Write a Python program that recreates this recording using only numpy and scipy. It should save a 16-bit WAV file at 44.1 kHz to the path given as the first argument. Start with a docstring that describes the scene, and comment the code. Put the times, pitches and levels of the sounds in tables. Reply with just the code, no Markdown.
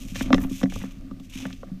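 """Wet grass swishes and a long metal tube booms and knocks: someone wades through a flooded marsh,
carrying the tube with the microphone clamped to it. Jolts ring the tube's modes and buzz the clamp.
Each stride rubs blades, cracks stalks, flings spray and stirs up ringing bubbles.
Light wind rumbles on the microphone."""
import sys
import numpy as np
from scipy import signal
from scipy.fft import rfft, irfft
from scipy.io import wavfile

SR = 44100
rng = np.random.default_rng(int(sys.argv[2]) if len(sys.argv) > 2 else 0)


def wav_record(signal):
    """Record a signal, one row per channel, as 16-bit PCM in the file named by sys.argv[1]."""
    frames = np.transpose(np.atleast_2d(signal))
    bounded = np.clip(frames, -1, 1)
    # unit amplitude maps onto the largest positive 16-bit level
    quanta = np.round(bounded * 32767).astype(np.int16)
    wavfile.write(sys.argv[1], SR, quanta)


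N = 79380
T = np.arange(N) / SR

# Drive per register: (time [s], boom [dB], boom centre [Hz], knock [dB], clack [dB],
# clack centre [Hz], snap [dB])
JOLTS = [(0.156, -34.5, 240, -37.5, -27.5, 1600, -28), (0.208, -15.5, 304, -35.5, -20, 1860, -41),
         (0.3038, -17, 260, -21.5, -21, 900, -42), (0.3286, -5.5, 270, -23, -7, 1600, -15.5),
         (0.3434, -9.5, 275, -25.5, -16, 1600, -16.5), (0.3798, -28, 234, -36, -26, 1600, -40),
         (0.445, -18.5, 252, -33, -40, 1400, -60), (0.510, -22, 241, -50, -46.5, 1170, -60),
         (0.613, -24, 223, -45, -33, 1600, -42), (0.6311, -9, 230.5, -27, -24, 1900, -30.5),
         (0.636, -40, 245, -27, -29.5, 1680, -29.5), (0.657, -49, 240, -38, -34.5, 1760, -55),
         (0.7213, -40, 200, -43, -34.5, 1570, -54), (0.759, -31, 263, -35, -37, 1170, -55),
         (0.814, -29.5, 183, -46, -38.5, 1860, -41), (0.837, -25, 231, -35, -40, 1400, -54),
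         (1.111, -27.5, 291, -49, -41, 1080, -52.5), (1.198, -33, 216, -50.5, -53, 1200, -46),
         (1.453, -23.5, 186, -37.5, -24.5, 1890, -39.5), (1.504, -54, 240, -63, -34.5, 1600, -61),
         (1.528, -36.5, 280, -59, -43.5, 2000, -32.5), (1.6303, -35.5, 287, -35, -30.5, 960, -60)]
# Soft blows, boom only: (time [s], drive [dB], centre [Hz])
BUMPS = [(0.044, -29, 202), (0.116, -24, 167), (0.257, -25, 277), (0.963, -35.5, 215), (1.353, -27, 231),
         (1.424, -33, 283), (1.712, -26.5, 188)]
# Tube modes by register: (frequency [Hz], gain [dB], t60 [s])
BOOM_MODES = [(109.8, -13, 0.51), (132, -5.5, 0.13), (187.9, -4, 0.23), (266, 0.5, .17),
              (367, -13.5, 0.083)]
KNOCK_MODES = [(487, -8.5, 0.027), (548, 5.5, 0.028), (659.6, -5, 0.071), (728, -7, 0.079),
               (770, -18, 0.077)]
CLACK_MODES = [(1171, 1, 0.022), (1231, -19, 0.004), (1600, -3.5, 0.012), (1748, -3.5, 0.025),
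               (1914, -2, 0.018)]
SNAP_MODES = [(2750, 0.5, 0.016), (3225, 6, 0.0074), (3498, -5, 0.016), (4030, -15, 0.038),
              (5110, -12, 0.027), (5440, -0.5, 0.015), (6060, -3, 0.024), (7300, -5, 0.016)]
# Shaking of the tube: (time [s], level [dB])
SHAKE_LEVELS = [(0, -43), (0.15, -40), (0.3, -28.5), (0.45, -32.5), (0.58, -45.5), (0.75, -43.5),
                (0.9, -46), (1.05, -43), (1.2, -45), (1.3, -53.5), (1.38, -43), (1.48, -36), (1.57, -54.5),
                (1.68, -40), (1.8, -49)]
# Leg sweeps: (start [s], attack [s], hold [s], 20 dB fall [s], level [dB], tilt [dB/oct])
SWISHES = [(-0.03, 0.016, 0.033, 0.17, -48.5, 4), (0.068, .016, 0.016, 0.088, -47.5, 2.5),
           (0.144, 0.0059, 0.067, 0.076, -37.5, 0), (0.318, 0.0079, 0.03, 0.11, -48.5, 3),
           (0.395, 0.012, 0.028, 0.067, -47, 13.5), (0.484, 0.046, 0.067, 0.1, -45.5, 3.5),
           (0.69, 0.051, 0.015, 0.19, -44.5, 1), (0.786, 0.02, 0.025, .15, -43.5, -8.5),
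           (1.219, 0.028, .01, 0.035, -56.5, 3), (1.287, 0.086, 0.027, 0.2, -43, 0)]
# Breaking stalks: (time [s], level [dB], tilt [dB/oct])
STALK_BREAKS = [(0.194, -34.5, -1), (0.223, -36, 5.5), (0.259, -41, -4), (0.414, -43.5, -3),
                (0.437, -31, -9), (0.497, -46.5, 5.5), (0.699, -41.5, 0), (0.787, -44.5, 6),
                (0.909, -50, -1.5), (1.199, -55.5, 3.5), (1.298, -47, 4.5), (1.336, -41, 0)]
# Bubble clusters at a boot: (start [s], length [s], level [dB], centre [Hz])
SLOSHES = [(0.341, 0.14, -48, 1190), (0.796, 0.085, -48.5, 1720), (1.35, 0.16, -54, 900),
           (1.646, 0.049, -67, 900)]
# Wind on the microphone: (time [s], level [dB])
WIND_LEVELS = [(0, -40.5), (0.15, -35.5), (0.4, -27), (0.58, -42.5), (0.77, -31), (0.86, -44), (1.0, -39),
               (1.25, -45), (1.36, -41), (1.8, -41.5)]
# Spectra of rustle, wind and marsh hiss: (frequency [Hz], relative density [dB])
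GRASS_SPECTRUM = [(300, -56.5), (950, -7.5), (1200, -8.5), (1900, -3), (2400, 6.5), (3500, 3.5), (4500, -7),
                  (6200, 1), (7600, -6.5), (10000, -13.5), (12900, -12.5), (15500, -20.5)]
RUMBLE_SPECTRUM = [(12, -9), (24, -0.5), (42, -7), (65, -18), (100, -10.5), (150, -20), (230, -19),
                   (370, -33), (1500, -72.5)]
AIR_SPECTRUM = [(100, 9), (550, -7.5), (950, -27.5), (1200, -5), (1900, 8), (3000, 5.5), (4500, 5),
                (6200, 1), (10000, -5.5), (13000, -4.5), (15500, -4)]

TUBE_FOCUS_DB_PER_OCT, SLOSH_FOCUS_DB_PER_OCT = 14.5, 14   # loss away from the centre
BOOM_LOWPASS_HZ, LAG_AT_1KHZ_S, BUZZ_DECAY_S = 361, 0.0013, 0.0029
STALKS_PER_S, SPRAY_PER_S, BUBBLES_PER_S = 1400, 114, 630


def tube_jolts():
    """Jolts ring the carried tube, from hollow boom to metallic snap."""
    times_s, boom_db, boom_hz, knock_db, clack_db, clack_hz, snap_db = np.transpose(JOLTS)
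    boom = struck_modes(times_s, boom_db, boom_hz, BOOM_MODES, buzz_db=-15, polarity=-1)
    boom += struck_modes(*np.transpose(BUMPS), BOOM_MODES, buzz_db=-15, polarity=-1)
    boom = from_db(2) * lowpass(lowpass(boom, BOOM_LOWPASS_HZ), BOOM_LOWPASS_HZ)   # one-cycle swell
    knock = struck_modes(times_s, knock_db, centre_hz=583, modes=KNOCK_MODES, buzz_db=1.5)
    clack = struck_modes(times_s, clack_db, centre_hz=clack_hz, modes=CLACK_MODES, buzz_db=-1.5)
    snap = struck_modes(times_s, snap_db, centre_hz=3910, modes=SNAP_MODES, buzz_db=-7.5)
    return boom + lowpass(knock, hz=900) + lowpass(clack, hz=2400) + lowpass(snap, hz=6340)


def struck_modes(times_s, drive_db, centre_hz, modes, buzz_db, polarity=1):
    """Blows favour modes near their centre. Polarity -1: adjacent modes swing in opposition."""
    out = np.zeros(N)
    pushes = clamp_forces(len(times_s), buzz_db)
    for k, (hz, mode_db, t60_s) in enumerate(modes):
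        lag_s = LAG_AT_1KHZ_S * np.sqrt(1000 / hz)   # low bending waves arrive later
        gains = from_db(drive_db + mode_db - TUBE_FOCUS_DB_PER_OCT * octaves_apart(hz, centre_hz))
        force = np.zeros(N)
        for time_s, gain, push in zip(times_s, gains, pushes):
            add(force, time_s + lag_s, gain * push)
        out += polarity ** k * ring(force, hz, t60_s)
    return out


def clamp_forces(count, buzz_db):
    """One row per blow: a click plus brief clamp buzz, alternating in direction."""
    age_s = np.arange(2000) / SR
    envelope = np.exp(-age_s / BUZZ_DECAY_S) * np.sqrt(2 / (BUZZ_DECAY_S * SR))   # unit energy
    force = from_db(buzz_db) * envelope * rng.standard_normal((count, len(age_s)))
    force[:, 0] += 1
    return force * (-1) ** np.arange(count)[:, None]


def tube_handling(centre_hz=232, rub_db=-19):
    """Tremors keep the tube humming between knocks; the hand rubs on it."""
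    tremors = clicks(per_s=210, spread_db=-1)
    hum = np.zeros(N)
    for k, (hz, db, t60_s) in enumerate(BOOM_MODES):
        gain = from_db(db - TUBE_FOCUS_DB_PER_OCT * octaves_apart(hz, centre_hz))
        hum += (-1) ** k * gain * ring(tremors, hz, t60_s)
    hum = lowpass(lowpass(hum, BOOM_LOWPASS_HZ), BOOM_LOWPASS_HZ)
    friction = rng.standard_normal(N)
    rub = sum((-1) ** k * from_db(db) * ring(friction, hz, t60_s)
              for k, (hz, db, t60_s) in enumerate(KNOCK_MODES + CLACK_MODES[:1]))
    return gain_curve(SHAKE_LEVELS) * (unit_rms(hum) + from_db(rub_db) * unit_rms(rub))


def grass_swishes(flutter_db=0.9, flutter_step_s=0.0037):
    """Each leg sweep: hiss of rubbing blades, crackle of stalks, fine drops flung off."""
    out = np.zeros(N)
    drops = clicks(SPRAY_PER_S, spread_db=4)
    spray = from_db(-16.5) * colour(drops, GRASS_SPECTRUM, tilt_db_per_oct=6.5)
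    for start_s, attack_s, hold_s, fall_s, db, tilt in SWISHES:
        age_s = T - start_s
        rise = np.clip(age_s / attack_s, 0, 1)
        fall = from_db(-20 * np.maximum(age_s - attack_s - hold_s, 0) / fall_s)
        hiss = from_db(-3.5) * rng.standard_normal(N)
        crackle = from_db(-2.5) * unit_rms(clicks(STALKS_PER_S, spread_db=4))
        out += from_db(db) * rise * fall * (colour(hiss + crackle, GRASS_SPECTRUM, tilt) + spray)
    catch_and_slip = np.interp(T / flutter_step_s, np.arange(N), rng.standard_normal(N))
    return out * from_db(flutter_db * catch_and_slip)


def stalk_breaks(decay_s=0.008):
    """A breaking stalk gives a short, crisp noise burst."""
    out = np.zeros(N)
    for time_s, db, tilt in STALK_BREAKS:
        noise = colour(rng.standard_normal(N), GRASS_SPECTRUM, tilt)
        add(out, time_s, from_db(db) * np.exp(-T / decay_s) * noise)
    return out


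def water_bubbles(t60_cycles=15):
    """Small bubbles ring in stirred water, loudest where a boot goes in or pulls out."""
    out = np.zeros(N)
    pitches_hz = np.geomspace(450, 2800, num=18)
    births = clicks(BUBBLES_PER_S, spread_db=3)
    pitch_index = rng.integers(0, len(pitches_hz), N)
    for k, hz in enumerate(pitches_hz):
        gain = from_db(-24) * gain_curve(SHAKE_LEVELS)   # stirring follows the tube's shaking
        for start_s, length_s, db, centre_hz in SLOSHES:
            swell = np.sin(np.pi * np.clip((T - start_s) / length_s, 0, 1))
            gain += swell * from_db(db - SLOSH_FOCUS_DB_PER_OCT * octaves_apart(hz, centre_hz))
        out += gain * unit_rms(ring(births * (pitch_index == k), hz, t60_cycles / hz))
    return out / np.sqrt(len(pitches_hz))


def wind(air_db=-64.5):
    """Rumble on the microphone port over faint open-marsh hiss."""
    rumble = gain_curve(WIND_LEVELS) * colour(rng.standard_normal(N), RUMBLE_SPECTRUM)
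    hiss = from_db(air_db) * colour(rng.standard_normal(N), AIR_SPECTRUM)
    return rumble + hiss


def from_db(db):
    """Decibels to gain."""
    return 10 ** (np.asarray(db) / 20)


def unit_rms(x):
    """Scale to rms 1."""
    return x / np.sqrt(np.mean(x ** 2) + 1e-20)


def gain_curve(points):
    """Gain per sample from (time [s], level [dB])."""
    return from_db(np.interp(T, *np.transpose(points)))


def octaves_apart(hz, centre_hz):
    """Unsigned pitch distance."""
    return np.abs(np.log2(hz / centre_hz))


def colour(x, spectrum, tilt_db_per_oct=0):
    """Apply a spectrum and tilt; output rms 1."""
    octave = np.log2(np.maximum(np.fft.rfftfreq(N, 1 / SR), 1))
    hz, db = np.transpose(spectrum)
    shape_db = np.interp(octave, np.log2(hz), db) + tilt_db_per_oct * octave
    return unit_rms(irfft(rfft(x) * from_db(shape_db), N))


def ring(force, hz, t60_s):
    """One damped mode; a unit click rings at amplitude 1."""
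    radius, angle_rad = from_db(-60 / (t60_s * SR)), 2 * np.pi * hz / SR
    return signal.lfilter([.5, 0, -.5], [1, -2 * radius * np.cos(angle_rad), radius ** 2], force + 1e-18)


def lowpass(x, hz):
    """Soft contact: two-pole roll-off."""
    return signal.sosfilt(signal.butter(2, hz, fs=SR, output="sos"), x)


def clicks(per_s, spread_db):
    """Random impulses of uneven size and sign."""
    sizes = from_db(spread_db * np.minimum(rng.exponential(1, N), 4))
    signs = rng.choice([-1, 1], N)
    return sizes * signs * (rng.random(N) < per_s / SR)


def add(out, time_s, sound):
    """Mix a sound in place."""
    start = int(np.clip(time_s * SR, 0, N - 1))
    out[start:start + len(sound)] += sound[:N - start]


def scene():
    """Mono sum at the microphone."""
    tube = tube_jolts() + tube_handling()
    return (tube + grass_swishes() + stalk_breaks() + water_bubbles() + wind())[None]


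def record(dry):
    """Soft clip, then steep low-pass."""
    cutoff_hz = 15300
    return signal.sosfilt(signal.ellip(10, .1, 90, cutoff_hz, fs=SR, output="sos"), np.tanh(dry))


dry = scene()
out = record(dry)
wav_record(out)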